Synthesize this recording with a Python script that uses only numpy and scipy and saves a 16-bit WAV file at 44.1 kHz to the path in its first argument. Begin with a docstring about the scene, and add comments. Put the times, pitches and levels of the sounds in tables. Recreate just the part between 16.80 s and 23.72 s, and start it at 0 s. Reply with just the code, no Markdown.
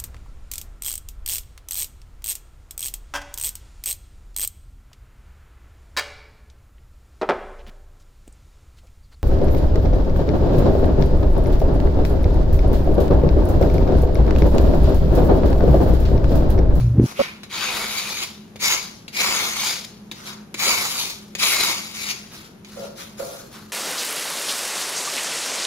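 """A deep boom and sharp jolts come first, as a hand-held recorder is jostled, then a brief case buzz.
A notched spreader is tapped down and dragged through adhesive over gritty concrete in a small bare room:
clicks of grit excite the blade's resonances. At the end it rustles and is wiped inside a plastic bucket, whose
wall resonates under coarse slips and knocks. Shaped noise and a wavering hum make a low room drone underneath."""
import sys
import numpy as np
from scipy import signal
from scipy.fft import rfft, irfft
from scipy.io import wavfile
from scipy.ndimage import uniform_filter1d

SR = 44100
rng = np.random.default_rng(int(sys.argv[2]) if len(sys.argv) > 2 else 0)


def pcm_store(signal):
    """Save signal as 16-bit PCM."""
    levels = np.round(np.clip(np.atleast_2d(signal), -1, 1) * 32767)
    wavfile.write(sys.argv[1], SR, levels.astype(np.int16).T)


N = 305172
HZ = np.fft.rfftfreq(N, 1 / SR)
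T = np.arange(N) / SR

# drags of the spreader, and near the end light rustles in the bucket:
#   (start [s], rise [s], hold [s], effort after the rise [dB], effort at the lift [dB], release [dB/s],
#   then against the effort: bass [dB], ring band [dB], upper rasp [dB], top treble [dB])
DRAGS = [ (0.0, 0.0048, 0.23, -48, -80, 100, 8, -3, -3.5, -3),
         (0.2, 0.076, 0.039, -45.5, -44.5, 200, 8.5, -2, -2, -1.5),
         (0.34, 0.093, 0.011, -35, -35.5, 115, 2, 5, -9, -8.5),
         (0.689, 0.067, .69, -31.5, -33, 106, -2.5, -0.5, -7.5, -7),
         (1.787, 0.077, 0.073, -25.5, -25.5, 108, -3.5, -0.5, 0, -4),
         (2.315, 0.11, 0.57, -26, -37.5, 96, -2.5, -.5, -3, -5.5),
         (3.33, 0.045, 0.16, -50, -45.5, 131, 6, -3, -2.5, -6),
         (3.761, 0.085, 0.48, -25, -38, 95.5, -4, -2.5, -3.5, -3.5),
         (4.574, 0.066, 0.27, -23, -25.5, 60.7, -5.5, -2.5, -5, -4.5),
         (5.12, 0.054, 0.13, -41, -36, 92.3, -5, 0.5, -0.5, -4.5),
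         (5.495, 0.04, 0.13, -46.5, -50, 202, 3, -5.5, -7, -4),
         (5.86, 0.014, 0.19, -54, -45.5, 129, 0, -5, -4, -4),
         (6.149, 0.039, 0.044, -45, -40.5, 110, 3, -4.5, -7, -3),
         (6.365, 0.048, 0.2, -44.5, -49.5, 70, 3, -7, -2.5, 1.5),
         (6.7, 0.041, 0.013, -50, -46.5, 80, 8, -5, -4, -1.5), ]
# the teeth snag on a ridge: (time [s], swell above the drag [dB], swell of the bass [dB], 1/e half width [s])
SNAGS = [(0.845, 2.5, 4.5, 0.032), (1.0, 2, 6, 0.074), (1.185, 4, -4, .015), (1.431, 6.5, 2, 0.012),
         (2.872, 10, 8, 0.068), (3.015, 3.5, 1, 0.0082), (3.048, 10, 9.5, 0.007), (3.48, 9, 0.5, 0.028),
         (3.885, 1.5, 4, 0.036), (4.055, 2, 5.5, 0.0057), (4.21, 4.5, 3, 0.045), (4.305, 4, 5, 0.0097),
         (4.6, 5, 1, 0.0053), (4.835, 3, 0.5, 0.022), (5.305, 7, 3, 0.025)]
# blade set down on the floor: (time [s], relative level [dB], thud against the tick [dB])
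TAPS = [(0.6335, -23.5, -10), (1.678, -49, 7), (1.7584, -26.5, 0), (2.2806, -23.5, -12), (3.3142, -18, -7),
        (3.7426, -16, -8.5), (4.5514, -14.5, -14), (5.8475, -29.5, -30)]
# spectrum of the gritty scrape: (frequency [Hz], relative level [dB])
GRIT_SPECTRUM = [(150, -34), (350, -21), (650, -20.5), (1090, -16), (1700, -3.5), (2170, -1.5), (3120, -2),
                 (4040, -0.5), (6900, -9.5), (8300, -20), (10000, -12.5), (15600, -21)]
# resonances of the blade: (frequency [Hz], width [Hz], relative level [dB])
BLADE_MODES = [(1080, 500, -10), (2700, 50, 5), (3850, 170, 7), (4200, 150, 7), (4600, 120, 5),
               (5950, 200, 2), (6660, 200, 2)]
# the lowest clear ring moves as the hand flexes the blade: (time [s], frequency [Hz])
FLEX = [(.72, 2290), (.86, 2630), (.95, 2184), (1.11, 2250), (1.3, 2413), (1.43, 2240), (1.82, 2310),
        (1.93, 2150), (2.06, 2340), (2.43, 2320), (2.7, 2140), (2.9, 2305), (3.85, 2300), (4.08, 2170),
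        (4.25, 2510), (4.64, 2384), (4.69, 2153), (4.88, 2205), (5.3, 2340)]
# blade wiped along the bucket wall: (start [s], rise [s], hold [s], level after the rise [dB],
#   level at the lift [dB])
WIPES = [(5.957, 0.027, 0.071, -37, -34.5), (6.385, 0.016, 0.17, -32.5, -43.5)]
# resonances of the bucket wall: (frequency [Hz], width [Hz], relative level [dB])
BUCKET_MODES = [(506, 140, -7.5), (570, 40, -1), (672, 39, -11), (1400, 57, -18)]
# knocks on the bucket: (time [s], relative strength [dB])
BUCKET_KNOCKS = [(5.970, -36), (5.993, -32), (6.024, -36), (6.053, -34), (6.401, -26), (6.421, -33),
                 (6.546, -35.5)]
# the recorder is jostled: (time [s], level [dB], pitch of the boom [Hz], relative level of the rattle [dB])
JOSTLE = [(0.0, -17, 120, -12), (0.128, -15.5, 116.8, -27), (0.146, -22.5, 121.3, -2),
          (0.216, -15, 115, -2.5), (0.262, -21, 131, -3)]
# short jolts of the recorder: (time [s], level [dB], frequency [Hz])
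JOLTS = [(.184, -5, 149), (0.199, 0.3, 285), (0.2188, -7, 207), (0.2416, -7.5, 210)]
# spectrum of the room drone: (frequency [Hz], relative level [dB])
DRONE_SPECTRUM = [(13, -61), (22, -17.5), (209, -1.5), (268, -12), (393, -7.5), (464, -14.5), (6840, -36.5),
                  (8280, -47), (9770, -35), (14000, -40), (15600, -88)]
# likeness of the two ports: (frequency [Hz], left-right correlation [0 to 1])
PORT_LIKENESS = [(100, 0.92), (350, 0.97), (650, 0), (1100, 0.38), (1700, 0)]
# balance of the two ports: (frequency [Hz], left minus right [dB])
PORT_BALANCE = [(300, 2.5), (1100, -1.5), (2200, 1.5), (3000, 4), (4200, 2), (6800, 7), (7800, -1.5),
                (10000, -2), (15000, -1)]
# decay of the room: (frequency [Hz], time to fall 60 dB [s])
ROOM_T60 = [(300, 0.87), (2000, 0.34), (6000, 0.35), (14000, 0.26)]

RISE_CURVE = 1.57  # exponent
LIFT_DB, LIFT_S = -4, 0.024  # the lift drops a step, then the drag dies away
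WIPE_RELEASE_DB_PER_S = 110
BASS_FADE_DB_PER_S, RING_FADE_DB_PER_S = 10, 9  # the blade tips up as the arm sweeps on
BASS_LATE_DB, BASS_LATE_S = -8, 0.089  # the bass fills in as the blade gathers adhesive
FIZZ_ARCH_DB = 2.5  # the top treble is strongest in mid-sweep, where the blade is fastest
SNAG_RING = 0.83  # share of a snag's swell that reaches the ring band
FLEX_WIDTH_HZ, FLEX_DB = 100, 12
BUZZ_START_S, BUZZ_END_S, BUZZ_HZ = 0.39, 0.419, 555
DRONE_DB = -46.5
HUM_HZ, HUM_WIDTH_HZ, HUM_DB = 209.6, 6.7, -48
EDGE_HZ = 15735  # upper band limit


def spreader():
    """Forced vibration: teeth catch on grit, and the clicks drive the modes of the flexing blade."""
    levels, pressed = drag_levels()
    chatter = gain_of(0.48 * wander(0.0047) + 1.0 * wander(0.0098))  # the teeth bite in clumps
    bend = 1 + .025 * wander(.08)  # the blade's modes drift slightly at random
    touches = [(s, db) for s, db, _ in TAPS]
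    settling = [(s + 0.0034, db) for s, db in touches]
    # tick, then the edge settles
    ticks = burst(touches, t60=0.018) + 0.4 * burst(settling, t60=0.084)
    under = [1 / (1 + (HZ / edge) ** 10) for edge in (1450, 1950, 2700, 2900, 4900, 7400)]
    # dips flank the ring band
    bands = [under[0], under[2] - under[1], under[4] - under[3], under[5] - under[4], 1 - under[5]]
    near, far = (grains(per_s=5000, spread_db=3.5) + 0.92 * rng.standard_normal(N) for _ in range(2))
    # as the blade moves, the delay between the ports wanders by some samples
    lag = np.round(9 * wander(.25)).astype(int)
    far = 0.58 * near[np.clip(np.arange(N) + lag, 0, N - 1)] + 0.76 * far
    sides = []
    for grit in near, far:
        scrape = evened(colour(grit, gain_of(read(GRIT_SPECTRUM, HZ))))
        flex_hz = np.interp(T, *np.transpose(FLEX))
        flexed = gain_of(FLEX_DB + 3.0 * wander(.03)) * resonate(grit, flex_hz, FLEX_WIDTH_HZ)
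        modes = evened(flexed + ring(grit, BLADE_MODES, bend, sway_db=3.5))
        drive = patchy(evened(scrape + 0.58 * pressed * modes), depth_db=2.3)
        drag = sum(level * evened(colour(drive, band)) for level, band in zip(levels, bands))
        tick = evened(scrape + modes)
        sides.append(drag * chatter + .5 * ticks * tick)
    thud_level = burst([(s, db + thud_db) for s, db, thud_db in TAPS], t60=0.035)
    thuds = thud_level * evened(resonate(rng.standard_normal(N), 300, 180))
    return ports(*sides) + .5 * thuds


def drag_levels():
    """Envelopes of five bands, low to high, from each drag's own colour and time course, and the pressure."""
    snag_s, swell_db, bass_swell_db, width_s = np.transpose(SNAGS)
    bumps = np.exp(-((T - snag_s[:, None]) / width_s[:, None]) ** 2)
    snag_db, snag_bass_db = swell_db @ bumps, bass_swell_db @ bumps
    rows = np.array(DRAGS)
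    bass, ring_band, upper, top = gain_of(rows[:, 6:]).T
    drags = np.array([stroke(*row[:6]) for row in rows])
    since = np.clip(T - rows[:, :1], 0, rows[:, 1:2] + rows[:, 2:3])  # seconds into each drag
    effort = drags.sum(axis=0) * gain_of(snag_db)
    effort_db = 20 * np.log10(effort + 1e-6)
    bass_db = BASS_LATE_DB * np.exp(-since / BASS_LATE_S) - BASS_FADE_DB_PER_S * since
    body = bass @ (drags * gain_of(bass_db)) * gain_of(snag_bass_db)
    ringing = ring_band @ (drags * gain_of(-RING_FADE_DB_PER_S * since)) * gain_of(SNAG_RING * snag_db)
    rasp = upper @ drags * gain_of(snag_db)
    arch_db = FIZZ_ARCH_DB * np.sin(np.pi * since / since.max(axis=1, keepdims=True))
    fizz = top @ (drags * gain_of(arch_db)) * gain_of(snag_db)
    pressed = np.clip((effort_db + 47.5) / 18, 0, 1)  # a light touch hardly rings the blade
    return [body, ringing, effort * gain_of(-3), rasp, fizz], pressed


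def stroke(start, rise, hold, top_db, end_db, release):
    """Friction envelope of one sweep: rise, sloping hold, lift, exponential release."""
    t = T - start
    after = np.maximum(t - rise - hold, 0)
    held_db = top_db + (end_db - top_db) * np.clip((t - rise) / hold, 0, 1)
    swell = np.sin(np.pi / 2 * np.clip(t / rise, 0, 1)) ** RISE_CURVE
    return swell * gain_of(held_db + LIFT_DB * np.minimum(after / LIFT_S, 1) - release * after)


def patchy(x, depth_db):
    """Random modulation: patches of stronger and weaker colour over time and pitch."""
    z = signal.stft(x, nperseg=256)[2]
    field = rng.standard_normal(z.shape[::-1]).T
    field = uniform_filter1d(field, size=3, axis=0)  # across pitch
    field = evened(uniform_filter1d(field, size=16, axis=1))  # across time
    return signal.istft(z * gain_of(depth_db * field), nperseg=256)[1][:N]


def bucket():
    """Modal excitation: coarse slips and knocks set the hollow plastic wall resonating."""
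    level = sum(stroke(*w, WIPE_RELEASE_DB_PER_S) for w in WIPES)
    slips = [grains(per_s=220, spread_db=0.0) + 1.3 * rng.standard_normal(N) for _ in range(2)]
    wall = ports(*(evened(ring(x, BUCKET_MODES)) * level for x in slips))
    blow = burst(BUCKET_KNOCKS, t60=0.001)
    return wall + 57.0 * ring(blow, BUCKET_MODES)


def handling():
    """Structure-borne sound: a lumpy boom and jolts alike in both ports, then the case buzz."""
    s, *columns = np.transpose(JOSTLE)
    level_db, hz, rattle_db = (np.interp(T, s, c) for c in columns)
    held = np.clip((s[-1] - T) / 0.0006, 0, 1)
    spin = 2 * np.pi * np.cumsum(hz) / SR
    harmonics = np.sin(spin) + 0.022 * np.sin(3 * spin) + 0.019 * np.sin(5 * spin)
    boom = np.sqrt(2) * harmonics * gain_of(2.5 * wander(0.0069))
    noise = rng.standard_normal((2, N))
    rattle = evened(resonate(resonate(noise[0], 275, 190), 275, 190)) * gain_of(rattle_db - 7.0)
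    sub = evened(resonate(resonate(noise[1], 52, 40), 54, 40)) * gain_of(-1.5)
    jolts = np.zeros(N)
    for at, db, f in JOLTS:
        pulse = np.exp(-((T - at) * f / 0.59) ** 2)
        jolts -= gain_of(db) * np.cos(2 * np.pi * f * (T - at)) * pulse
    shaken = (boom + rattle + sub) * gain_of(level_db) + jolts
    leak = signal.butter(2, 55, "high", fs=SR, output="sos")  # the port leaks the deepest bass
    return signal.sosfilt(leak, shaken) * held + case_buzz()


def case_buzz():
    """Inharmonic partials: a short tone whose main partial is about a quarter cycle apart in the ports."""
    gate = np.clip(np.minimum((T - BUZZ_START_S) / .004, (BUZZ_END_S - T) / .0015), 0, 1)
    turns = 2 * np.pi * BUZZ_HZ * T
    main = np.sin(turns + np.array([[0], [1.7]]))  # phase in each port [rad]
    partials = 0.086 * np.sin(2 * turns) + 0.18 * np.sin(turns / 2.315) + 0.09 * np.sin(2.27 * turns)
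    level_db = -11.5 + 2.3 * wander(0.00061) + np.array([[-2.0], [2.0]])
    return (main + partials) * gain_of(level_db) * gate


def drone():
    """Filtered noise: a steady wash and a fuzzy narrow-band hum share slight random swells."""
    noise = rng.standard_normal((3, N))
    wash = [evened(colour(x, gain_of(read(DRONE_SPECTRUM, HZ)))) for x in noise[:2]]
    hum = gain_of(HUM_DB) * evened(resonate(noise[2], HUM_HZ, HUM_WIDTH_HZ))
    return (ports(*wash) * gain_of(DRONE_DB) + hum) * gain_of(0.24 * wander(0.044))


def room(x):
    """Reverberation: sparse echoes of random sign, each band dying at its own speed."""
    taps = np.zeros((2, SR // 2))
    at = np.arange(200, SR // 2 - 20, 20)
    at = at + rng.integers(0, 20, (2, len(at)))
    np.put_along_axis(taps, at, rng.choice([-1., 1.], at.shape), 1)
    hz, t, z = signal.stft(taps, SR, nperseg=256)
    decay = gain_of(-60 * t / read(ROOM_T60, hz)[:, None])
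    tail = signal.istft(z * decay, SR, nperseg=256)[1]
    return signal.fftconvolve(x, tail / np.linalg.norm(tail[0]), axes=1)[:, :N]


def ports(a, b):
    """Spatial coherence: two microphone ports share part of each band and differ in the rest."""
    same = np.clip(read(PORT_LIKENESS, HZ), -1, 1)
    tilt = gain_of(read(PORT_BALANCE, HZ) / 2)
    left = colour(a, tilt)
    right = colour(a, same / tilt) + colour(b, np.sqrt(1 - same ** 2) / tilt)
    return np.array([left, right])


def ring(x, modes, bend=1, sway_db=0):
    """Modal superposition: the resonances of one object add; each may swell and fade on its own."""
    total = 0
    for k, (hz, width_hz, db) in enumerate(modes):
        sway = sway_db * wander(0.035) if sway_db else 0
        total = total + (-1) ** k * gain_of(db + sway) * resonate(x, hz * bend, width_hz)
    return total


def resonate(x, hz, width_hz):
    """Heterodyne resonance: shifts hz down to zero, smooths, and shifts back; the peak gain is about 1."""
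    turn = np.exp(2j * np.pi * np.cumsum(hz * np.ones(N)) / SR)
    r = np.exp(-np.pi * abs(width_hz) / SR)
    smooth = signal.lfilter([1 - r], [1, -r], x / turn + 1e-18)
    return 2 * (turn * smooth).real


def grains(per_s, spread_db):
    """Impulsive excitation: sparse clicks of random sign and, with a spread, a few large ones."""
    chance, side = rng.random((2, N))
    size = np.minimum(rng.exponential(1, N), 5)
    return evened((chance < per_s / SR) * np.sign(side - .5) * gain_of(spread_db * size))


def burst(events, t60):
    """Exponential decay: an envelope that jumps at each (time [s], level [dB]) and dies away."""
    return sum(gain_of(db - 60 * np.maximum(T - s, 0) / t60) * (T >= s) for s, db in events)


def wander(seconds):
    """Smoothed noise: a random drift of rms 1."""
    size = max(int(seconds * SR), 2)
    return evened(uniform_filter1d(uniform_filter1d(rng.standard_normal(N), size), size))


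def colour(x, gain):
    """Linear filtering: applies a gain to each frequency."""
    return irfft(rfft(x) * gain, N)


def read(points, hz):
    """Interpolation: reads a table on a log-frequency axis."""
    f, value = np.transpose(points)
    return np.interp(np.log(hz + 1), np.log(f + 1), value)


def evened(x):
    """Normalisation: scales to rms 1."""
    return x / np.sqrt(np.mean(x ** 2) + 1e-20)


def gain_of(db):
    """Logarithmic level: decibels to amplitude gain."""
    return 10 ** (np.asarray(db) / 20)


def scene():
    """Superposition: all sources add; the tool and bucket also sound through the room."""
    work = spreader() + bucket()
    return work + gain_of(-9) * room(work) + handling() + drone()


def record(dry):
    """Overload and band limit: the input clips the hardest jolt, then a low-pass removes the top."""
    low_pass = signal.firwin(511, EDGE_HZ, window=("kaiser", 9), fs=SR)
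    return signal.oaconvolve(np.clip(dry, -.97, .97), low_pass[None], "same")


dry = scene()
out = record(dry)
pcm_store(out)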